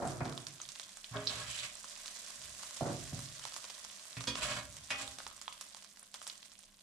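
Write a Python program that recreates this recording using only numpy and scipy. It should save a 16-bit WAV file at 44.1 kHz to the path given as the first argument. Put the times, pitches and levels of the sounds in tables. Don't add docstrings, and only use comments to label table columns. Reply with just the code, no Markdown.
import sys
import numpy as np
from scipy import signal
from scipy.fft import rfft, irfft
from scipy.io import wavfile
from scipy.ndimage import uniform_filter1d

SR = 44100
rng = np.random.default_rng(int(sys.argv[2]) if len(sys.argv) > 2 else 0)


def waveform_to_disk(signal):
    frames = np.transpose(np.atleast_2d(signal))
    scaled = np.clip(frames, -1, 1) * 32767
    samples = np.round(scaled).astype(np.int16)
    wavfile.write(sys.argv[1], SR, samples)


N = 300762
TIME = np.arange(N) / SR
FREQS = np.maximum(np.fft.rfftfreq(N, 1 / SR), 1)

# (time [s], level [dB])
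FRYING = [(0.0, -57.5), (0.101, -53), (0.2, -58), (1.22, -57), (1.32, -52.5), (1.76, -55), (2.079, -51.5),
          (2.55, -53.5), (2.63, -50.5), (4.24, -55.5), (4.75, -56.5), (5.12, -54), (5.38, -60),
          (5.66, -57.5), (6.08, -64.5), (6.27, -57.5), (6.6, -64), (6.8, -66.5)]
# (time [s], level [dB], pitch [Hz], hollow note [dB re level], ring [cycles])
LOUD_SPITS = [(0.074, -33.5, 8000, -29, 18), (0.2529, -29.5, 4060, -17, 1.2), (0.324, -33, 3900, -11, 2.5),
              (0.376, -29.5, 3900, -17, 6.9), (0.4676, -24.5, 4970, -31, 3.8), (0.6, -40, 3600, -7, 7.1),
              (0.6154, -29.5, 6600, -41, 15), (0.6524, -38, 3740, -18, 5.3),
              (0.6888, -26.5, 5600, -28, 2.7), (0.7575, -29.5, 4130, -22.5, 1.4),
              (0.7966, -25.5, 4180, -18.5, 2.2), (0.83, -42, 3530, -23, 14), (0.97, -37, 7600, -15.5, 7.5),
              (1.0424, -32.5, 3480, -27, 6.9), (1.1685, -32, 3300, -16, 14), (1.502, -30, 5330, -29, 3.3),
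              (1.753, -33.5, 7860, -19, 9.7), (1.842, -34, 4040, -9, 1.2), (2.263, -33, 6040, -24, 3.9),
              (2.32, -40, 7500, -28, 5), (2.443, -31, 8000, -26, 1.5), (2.632, -28, 6000, -15, 2),
              (2.765, -31, 6000, -24, 1.7), (3.1908, -27.5, 7260, -16.5, 1.6), (3.426, -43, 3100, -22, 9),
              (3.4515, -23.5, 4600, -15.5, 1.8), (3.54, -27.5, 5000, -25, 3),
              (3.563, -26.5, 5800, -16.5, 2.9), (3.6416, -27.5, 4100, -14, 1.3),
              (3.6995, -28, 4340, -19, 1.4), (3.8469, -27.5, 6170, -20, 2.9), (4.207, -25, 3100, -17, 1.2),
              (4.2392, -27, 3750, -17, 1.2), (4.354, -21, 3900, -12, 2.1), (4.545, -35, 7000, -22, 2),
              (4.767, -29, 6540, -25, 2.5), (5.0763, -37.5, 3750, -8, 14), (5.076, -33, 7540, -25, 11),
              (5.117, -39, 5200, -17, 2.1), (5.185, -26.5, 4120, -17.5, 1.3),
              (5.2016, -38, 3700, -1.5, 3.9), (5.2653, -27, 3860, -9, 2.3), (5.311, -45.5, 3930, -3.5, 6.4),
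              (5.364, -36, 8000, -45, 6.9), (5.4137, -27, 7020, -23.5, 2.4), (5.4786, -30, 3340, -6, 8),
              (5.525, -31, 3240, -22, 1.3), (5.6103, -24.5, 7900, -24.5, 2.7),
              (5.746, -35.5, 4050, -12, 3.2), (5.768, -34, 5870, -19, 2.4), (5.823, -34, 6640, -22, 1.3),
              (5.844, -37.5, 5500, -15.5, 1.3), (5.971, -37, 5030, -21, 1.5), (5.994, -33, 9400, -33, 5),
              (6.0282, -39, 9400, -15.5, 14), (6.141, -25.5, 6540, -24, 1.3),
              (6.1459, -40.5, 3400, -5.5, 12), (6.215, -40.5, 3180, -5, 5.6),
              (6.226, -30.5, 8450, -37, 3.3), (6.2672, -28.5, 4680, -16.5, 2), (6.275, -24.5, 8800, -34, 3),
              (6.298, -28, 4020, -28, 4.4), (6.354, -37.5, 5000, -34, 1.6), (6.428, -36.5, 3870, -22, 4),
              (6.456, -37, 7000, -34, 1.6), (6.5902, -39, 9500, -25, 13)]
# (pitch [Hz], t60 [s], level for flat, edge, wall and drag contact [dB])
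PAN_MODES = [(60, 1.0, -22, -20, -22, -7), (119, .4, 0, -11, -17, -3), (170, .35, -5, -14, -20, -16),
             (225, .35, -14, -8, -18, -16), (271, .45, -3, -8, -13, -10), (345, .25, -20, -11, -28, -16),
             (415, .55, -1, -24, -28, -22), (502, .25, -24, -10, -20, -24), (535, .33, -18, -12, -12, -12),
             (591, .45, -4, -22, -20, 3), (628, .4, 1, -24, -15, -4), (800, .6, -19, -30, -10, -13),
             (958, .25, -15, -11, -20, -18), (985, .28, -14, -10, -18, -8), (1112, .28, -15, -13, -8, -10),
             (1152, .3, -14, -20, -16, -7), (1230, .3, -18, -12, -15, -16), (1390, .25, -7, -14, -13, -6),
             (1593, .3, -13, -13, -18, -14), (1680, .25, -16, -19, -17, -7), (1805, .27, -16, -15, -5, -16),
             (1862, .25, -20, -13, -17, -9), (1965, .3, -18, -22, -6, -16), (2196, .4, -18, -18, -9, -3),
             (2293, .3, -24, -22, -20, -9), (2445, .18, -24, -14, -16, -18), (2492, .47, -18, -10, 1, -16),
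             (2525, .25, -24, -17, -5, -20), (2590, .12, -24, -17, -9, -20), (2800, .06, -24, -18, 2, -18),
             (3165, .2, -26, -10, -12, -18), (3218, .2, -24, -8, -13, -20), (3374, .23, -24, 1, -7, -14),
             (3415, .15, -26, -7, -8, -18), (3700, .14, -26, -7, -12, -14), (3967, .14, -24, -18, -4, -18),
             (4452, .28, -30, -4, -15, -18), (4520, .14, -30, -8, -18, -20), (4803, .33, -30, -9, -19, -18),
             (5303, .35, -30, -14, -20, -20), (5700, .25, -30, -15, -11, -20),
             (6250, .2, -30, -12, -18, -20), (6358, .2, -30, -11, -20, -20), (7531, .3, -30, -18, -20, -18),
             (7800, .2, -30, -15, -18, -14), (8600, .2, -30, -16, -18, -22)]


def fizz(level_db):
    # (frequency [Hz], level [dB])
    spectrum = [(180, -6.5), (300, -7.5), (439, -11), (620, 0.5), (877, -8.5), (1050, 0), (1260, -8),
                (1560, -2), (2650, -5.5), (3510, -1.5), (7750, 1.5), (14500, -9), (15500, -19.5)]
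    vigour_db = level_db + 53
    per_s = 3200 * from_db(1.2 * np.minimum(vigour_db, 3) + 2.2 * drift(rate_hz=44))
    bursts = grains(per_s, size_db=3.0)
    pitch_slot = rng.integers(0, 24, N)
    bursts = bursts * (1 + .9 * rng.standard_normal((2, N)))
    crackle = np.zeros((2, N))
    for k, hz in enumerate(np.geomspace(1100, 12000, 24)):
        bubble = blip(hz, cycles=3.9) * hz
        crackle += [np.convolve(channel * (pitch_slot == k), bubble)[:N] for channel in bursts]
    crackle /= np.sqrt(uniform_filter1d(per_s, size=6000))
    crackle = colour(kitchen(crackle, wet_db=-6, near_db=-8), spectrum)
    hiss = noise(spectrum) * from_db(2.4 * drift(rate_hz=35) + .35 * np.minimum(vigour_db, 0))
    return from_db(level_db) * (from_db(2) * crackle + from_db(-1.5) * hiss)


def frying_db(rasp):
    stir_db, flurry_db = -6.5, -28.5
    power = from_db(np.interp(TIME, *np.transpose(FRYING))) ** 2 + (from_db(stir_db) * rasp) ** 2
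    flurry = dying(0, t60=0.31)[:SR]
    for s, db, *_ in LOUD_SPITS:
        add(power, s, (from_db(db + flurry_db) * flurry) ** 2)
    return 10 * np.log10(power)


def pops():
    # (pitch [Hz], level [dB], ring [cycles])
    hollow_notes = [(670, -11.5, 3.1), (1100, 4, 3.83)]
    out = np.zeros((2, N))
    for s, db, hz, body_db, cycles in LOUD_SPITS + small_spits():
        crack, hollow = np.zeros((2, SR // 50))
        add(crack, 0, from_db(db) * blip(hz, cycles))
        add(crack, 0, from_db(db - 20) / max(cycles, 1) * blip(hz=11600, cycles=1.2))
        for note_hz, note_db, note_cycles in hollow_notes:
            add(hollow, 0, from_db(db + body_db + note_db) * blip(note_hz, note_cycles))
        pop = high_pass(crack, hz=1910) + high_pass(hollow, hz=605)
        for channel in out:
            wall = rng.standard_normal(SR // 100) * np.exp(-TIME[:SR // 100] / .0018)
            bounce = np.convolve(pop, wall / np.linalg.norm(wall))
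            add(channel, s + 0.001023, from_db(2) * pop)
            add(channel, s + 0.00132, from_db(0.5) * bounce)
    return kitchen(out, wet_db=-8.5, near_db=-20)


def small_spits():
    per_s, low_hz, high_hz, cycles = 13, 3240, 11200, 2.7
    chance = rng.random((200, 2))
    scatter = np.clip(rng.standard_normal((200, 2)), -2, 2)
    times = np.cumsum(-np.log(1 - chance[:, 0])) / per_s
    frying_s, fizz_db = np.transpose(FRYING)
    levels_db = -31 + 3 * scatter[:, 0] + np.interp(times, frying_s, fizz_db) - fizz_db.max()
    pitches = low_hz * (high_hz / low_hz) ** chance[:, 1]
    bodies_db = -22 + 2 * scatter[:, 1]
    return [(*spit, cycles) for spit in zip(times, levels_db, pitches, bodies_db) if spit[0] < TIME[-1]]


def prickles():
    # (frequency [Hz], level [dB])
    spectrum = [(3500, -16), (6000, -3), (9000, 5), (15000, 2)]
    ticks = grains(per_s=600, size_db=2.8) * (1 + .8 * rng.standard_normal((2, N)))
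    return from_db(-67) * colour(ticks, spectrum)


def knocks():
    # (time [s], contact, ring [dB], ring cut-off [Hz],
    # clank [dB], clank brightness [Hz], clank t60 [s])
    hits = [(1.112, "flat", -41, 171, -62, 1300, 0.19), (1.155, "flat", -41, 1100, -52, 1100, 0.35),
            (1.363, "flat", -43.5, 201, -54.5, 1000, 0.18), (4.168, "flat", -40, 244, -39, 2020, 0.028),
            (4.272, "edge", -35.5, 12000, -38.5, 5470, 0.13), (4.286, "edge", -59, 12000, -42, 4600, 0.09),
            (4.904, "wall", -39.5, 12000, -34, 2450, 0.1), (5.025, "wall", -44, 1210, -49, 4500, 0.058)]
    contacts = ("flat", "edge", "wall")
    rings, clank = np.zeros((2, N))
    for s, contact, ring_db, top_hz, clank_db, bright_hz, clank_t60 in hits:
        for k, (hz, t60, *levels_db) in enumerate(PAN_MODES):
            strength = from_db(ring_db + levels_db[contacts.index(contact)]) / (1 + (hz / top_hz) ** 4)
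            add(rings, s, strength * (-1) ** k * ring(hz, t60))
        clatter = band_pass(rng.standard_normal(N), bright_hz * .5, bright_hz * 1.32, order=1)
        clank += from_db(clank_db) * rms_one(clatter) * dying(s, clank_t60)
    rings = kitchen(high_pass(rings, hz=50), wet_db=-14, near_db=-15)
    return rings + kitchen(low_pass(clank, hz=11000), wet_db=2, near_db=0)


def scrapes(drag, rasp, sing):
    # (frequency [Hz], level [dB])
    drag_spectrum = [(150, 0.5), (330, -7.5), (520, -12.5), (600, -5.5), (700, -2), (850, -8.5), (1150, -1),
                     (1600, 2.5), (2100, -13.5), (3000, -43)]
    # (frequency [Hz], level [dB])
    rasp_spectrum = [(1400, -4), (1900, 5), (2400, 8.5), (2900, 11.5), (3500, 7.5), (4600, 6.5), (6200, -6),
                     (7800, 10), (10000, -9), (15000, -12)]
    slips = grains(per_s=2500, size_db=0.5) * from_db(2.0 * drift(rate_hz=86))
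    steel = kitchen(rms_one(slips), wet_db=-2.5, near_db=5.5)
    tones = kitchen(sing * singing(slips), wet_db=-14, near_db=-15)
    return from_db(4) * drag * colour(steel, drag_spectrum) + rasp * colour(steel, rasp_spectrum) + tones


def blade_effort():
    # (time [s], hold [s], drag [dB], rasp [dB], singing [dB])
    strokes = [(1.148, 0.013, -46.5, -57, -60), (1.216, 0.066, -61, -57.5, -68),
               (1.306, 0.14, -55.5, -48, -63), (1.485, 0.12, -73, -45.5, -78), (1.56, 0.02, -71, -54, -76),
               (1.638, 0.0081, -58.5, -44.5, -66), (4.382, 0.21, -51, -46.5, -58.5),
               (4.431, 0.008, -47, -36.5, -50.5), (4.509, 0.0086, -53, -41.5, -51.5),
               (4.568, 0.0084, -54, -58, -59.5), (4.993, 0.028, -55.5, -44, -63)]
    drag, rasp, sing = np.zeros((3, N))
    for s, hold, drag_db, rasp_db, sing_db in strokes:
        push = swell(s, hold, attack=0.026, t60=0.25)
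        drag += (push * from_db(drag_db)) ** 2
        rasp += (push * from_db(rasp_db)) ** 2
        sing += (swell(s, hold, attack=0.017, t60=0.42) * from_db(sing_db)) ** 2
    return np.sqrt(drag), np.sqrt(rasp), np.sqrt(sing)


def singing(slips):
    out = 0
    for hz, t60, *_, drag_db in PAN_MODES:
        radius = np.exp(-np.log(1000) / (t60 * SR))
        poles = [1, -2 * radius * np.cos(2 * np.pi * hz / SR), radius * radius]
        mode = signal.lfilter([1, 0, -1], poles, slips)
        running_rms = np.sqrt(np.abs(uniform_filter1d(mode ** 2, size=6000)) + 1e-9)
        out = out + from_db(drag_db) * mode / running_rms
    return out


def snaps():
    # (time [s], level [dB], pitch [Hz])
    pings = [(1.269, -28, 4600), (1.2721, -12, 4100), (1.274, -18, 5420), (1.2818, -23, 3880),
             (1.296, -20, 4030), (1.589, -22.5, 3660), (1.598, -27, 3900), (1.633, -26.5, 2180)]
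    out = np.zeros(N)
    for s, db, hz in pings:
        add(out, s, from_db(db - 6.0) * blip(hz, cycles=12.3))
    return kitchen(high_pass(out, hz=2400), wet_db=1.0, near_db=-3)


def thuds():
    # (time [s], table [dB], plate [dB], slap [dB], slap t60 [s], cut-off [Hz])
    landings = [(0.001, -49, -43, -39, 0.18, 935), (0.022, -44.5, -38, -40, 0.83, 1310),
                (0.045, -49, -39, -58, 0.15, 1000), (0.206, -36, -43.5, -36.5, 0.15, 2200),
                (0.256, -49, -55, -44, 0.48, 1510), (2.809, -36.5, -37, -33.5, 0.22, 805),
                (2.856, -56, -44, -37.5, 0.3, 1120), (2.896, -38.5, -50, -45.5, 0.28, 980),
                (3.123, -37, -53.5, -41, 0.43, 230)]
    # (pitch [Hz], level [dB], t60 [s])
    table_modes = [(92, -5, .22), (116, -3, .22), (141, 0, .28), (172, -6, .33), (222, -8, .36),
                   (256, -5, .48), (320, -8, .38), (372, -7, .22)]
    # (pitch [Hz], level [dB], t60 [s])
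    plate_modes = [(495, -11, .35), (567, -2, .17), (668, -1, .24), (712, -4.5, .25), (766, -5, .3),
                   (894, -13, .22), (981, -12, .25), (1141, -16, .14), (1385, -15, .3)]
    # (frequency [Hz], level [dB])
    slap_spectrum = [(59, -30), (105, 3), (135, 4.5), (200, -4.5), (260, -3.5), (465, -4), (560, -7.5),
                     (618, -5), (693, 0.5), (822, -7), (1410, -6.5), (1750, -7.5), (2500, -12.5),
                     (3900, -52)]
    boom, clunk = np.zeros((2, N))
    slap, flesh = np.zeros((2, N)), noise(slap_spectrum)
    for s, table_db, plate_db, slap_db, slap_t60, cut_hz in landings:
        for k, (hz, db, t60) in enumerate(table_modes):
            strength = from_db(table_db + db) / (1 + (hz / cut_hz) ** 4)
            add(boom, s, strength * (-1) ** k * ring(hz, t60))
        for hz, db, t60 in plate_modes:
            add(clunk, s, from_db(plate_db + db) * rng.choice([-1, 1]) * ring(hz, t60))
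        slap += from_db(slap_db) * low_pass(flesh * dying(s, slap_t60), cut_hz)
    boom = kitchen(boom, wet_db=-14, near_db=-20)
    clunk = kitchen(clunk, wet_db=-7, near_db=-12)
    slap_room = from_db(-13.5) * kitchen(slap[0], wet_db=8.5, near_db=-20)
    return high_pass(boom + clunk + slap + slap_room, hz=66.0)


def rumble():
    # (time [s], hold [s], level [dB])
    bouts = [(0.0, 0.31, -59), (1.283, 0.21, -60), (2.4, 0.16, -66), (2.828, 0.4, -58), (4.313, 0.46, -59),
             (5.007, 0.19, -64)]
    # (frequency [Hz], level [dB])
    spectrum = [(25, -41), (45, -39), (60, 0), (76, -13), (115, -7.5), (170, -15), (400, -29)]
    rocking = sum(from_db(db) * swell(s, hold, attack=0.06, t60=0.6) for s, hold, db in bouts)
    return (from_db(-80) + rocking) * noise(spectrum)


def room_tone():
    # (frequency [Hz], level [dB])
    air_spectrum = [(15, -27), (25, 6.5), (65, -26), (145, -16), (198, -4), (344, -16), (691, -15),
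                    (876, -19), (1110, -27), (2000, -39), (2600, -39), (4400, -120)]
    hum = np.sqrt(2) * np.sin(2 * np.pi * 200 * TIME)
    return from_db(-74) * noise(air_spectrum) + from_db(-79) * hum


def kitchen(x, wet_db, near_db):
    # (frequency [Hz], t60 [s])
    room_t60 = [(100, 0.86), (500, 0.42), (3000, 0.3), (8000, 0.043), (15000, 0.22)]
    t, edges = TIME[:SR // 2], np.geomspace(40, 16000, 9)
    white, tail = spread(rng.standard_normal((2, len(t)))), 0
    for low, high in zip(edges, edges[1:]):
        t60 = at_hz(room_t60, np.sqrt(low * high))
        tail = tail + band_pass(white, low, high, order=2) * np.exp(-np.log(1000) * t / t60)
    near = spread(rng.standard_normal((2, len(t)))) * np.exp(-t / 0.0096) * (t > .0003)
    echoes = from_db(wet_db) * rms_one(tail * (t > .004)) + from_db(near_db) * rms_one(near)
    left, right = np.broadcast_to(x, (2, N))
    direct = np.array([np.interp(TIME - 0.00001, TIME, left), right])
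    return direct + signal.oaconvolve(direct, echoes / np.sqrt(len(t)), axes=1)[:, :N]


def spread(pair):
    # (frequency [Hz], correlation)
    likeness = [(100, 0.85), (300, 0.67), (600, 0.78), (1200, 0.095), (3000, -0.21), (8000, -0.37)]
    count = pair.shape[1]
    alike = at_hz(likeness, np.maximum(np.fft.rfftfreq(count, 1 / SR), 1))
    mid, side = rfft(pair)
    return irfft(np.sqrt(1 + alike) * mid + np.sqrt(1 - alike) * side * [[1], [-1]], count) / np.sqrt(2)


def blip(hz, cycles):
    rise_cycles = max(cycles, 1.5) / 9
    turns = TIME[:int(12 * rise_cycles / hz * SR) + 2] * hz
    return np.sin(2 * np.pi * turns) * turns / rise_cycles * np.exp(1 - turns / rise_cycles)


def ring(hz, t60):
    t = TIME[:int(t60 * SR * 1.2)]
    return np.sin(2 * np.pi * hz * t) * np.exp(-np.log(1000) * t / t60)


def grains(per_s, size_db):
    sizes = from_db(size_db * np.minimum(rng.exponential(1, N), 4)) * rng.choice([-1, 1], N)
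    return sizes * (rng.random(N) < per_s / SR)


def noise(spectrum):
    return colour(spread(rng.standard_normal((2, N))), spectrum)


def drift(rate_hz):
    return colour(rng.standard_normal(N), [(1, 0), (rate_hz, 0)])


def dying(s, t60):
    out = np.full(N, 1e-15)
    add(out, s, np.exp(-np.log(1000) * TIME[:int(2 * t60 * SR)] / t60))
    return out


def swell(s, hold, attack, t60):
    rise = np.clip(1 + (TIME - s) / attack, 0, 1)
    return rise * np.exp(-np.log(1000) * np.clip((TIME - s - hold) / t60, 0, 10))


def colour(x, spectrum):
    low_skirt = 1 + (.8 * spectrum[0][0] / FREQS) ** 6
    high_skirt = 1 + (FREQS / spectrum[-1][0] / 1.2) ** 6
    gain = from_db(at_hz(spectrum, FREQS)) / np.sqrt(low_skirt * high_skirt)
    return rms_one(irfft(rfft(x) * gain, N))


def high_pass(x, hz):
    return signal.sosfilt(signal.butter(2, hz, "high", fs=SR, output="sos"), x + 1e-18)


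def low_pass(x, hz):
    return signal.sosfilt(signal.butter(2, hz, fs=SR, output="sos"), x)


def band_pass(x, low_hz, high_hz, order):
    return signal.sosfilt(signal.butter(order, [low_hz, high_hz], "band", fs=SR, output="sos"), x)


def at_hz(points, hz):
    points_hz, values = np.transpose(points)
    return np.interp(np.log(hz), np.log(points_hz), values)


def add(out, s, sound):
    start = int(np.clip(round(s * SR), 0, N - 1))
    out[start:start + len(sound)] += sound[:N - start]


def from_db(db):
    return 10 ** (np.asarray(db) / 20)


def rms_one(x):
    return x / np.sqrt(np.mean(x ** 2) + 1e-20)


def scene():
    drag, rasp, sing = blade_effort()
    oil = fizz(frying_db(rasp)) + prickles() + pops()
    serving = snaps() + thuds() + knocks() + scrapes(drag, rasp, sing)
    return oil + serving + rumble() + room_tone()


def record(dry):
    # (frequency [Hz], left minus right [dB])
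    balance = [(60, -4), (250, -2), (600, -3), (1300, 0), (2500, -1), (4000, -6.5), (7000, -4.5),
               (9000, -5.5), (11500, 10.5), (15000, 6.5)]
    tilt_db = at_hz(balance, FREQS) / 2 * np.array([[1], [-1]])
    treble_db = at_hz([(8000, -1.0), (10000, -2.0), (13000, -11.0)], FREQS)
    heard = irfft(rfft(dry) * from_db(tilt_db + treble_db), N)
    return signal.sosfilt(signal.ellip(10, .2, 80, 15400, fs=SR, output="sos"), heard)


dry = scene()
out = record(dry)
waveform_to_disk(out)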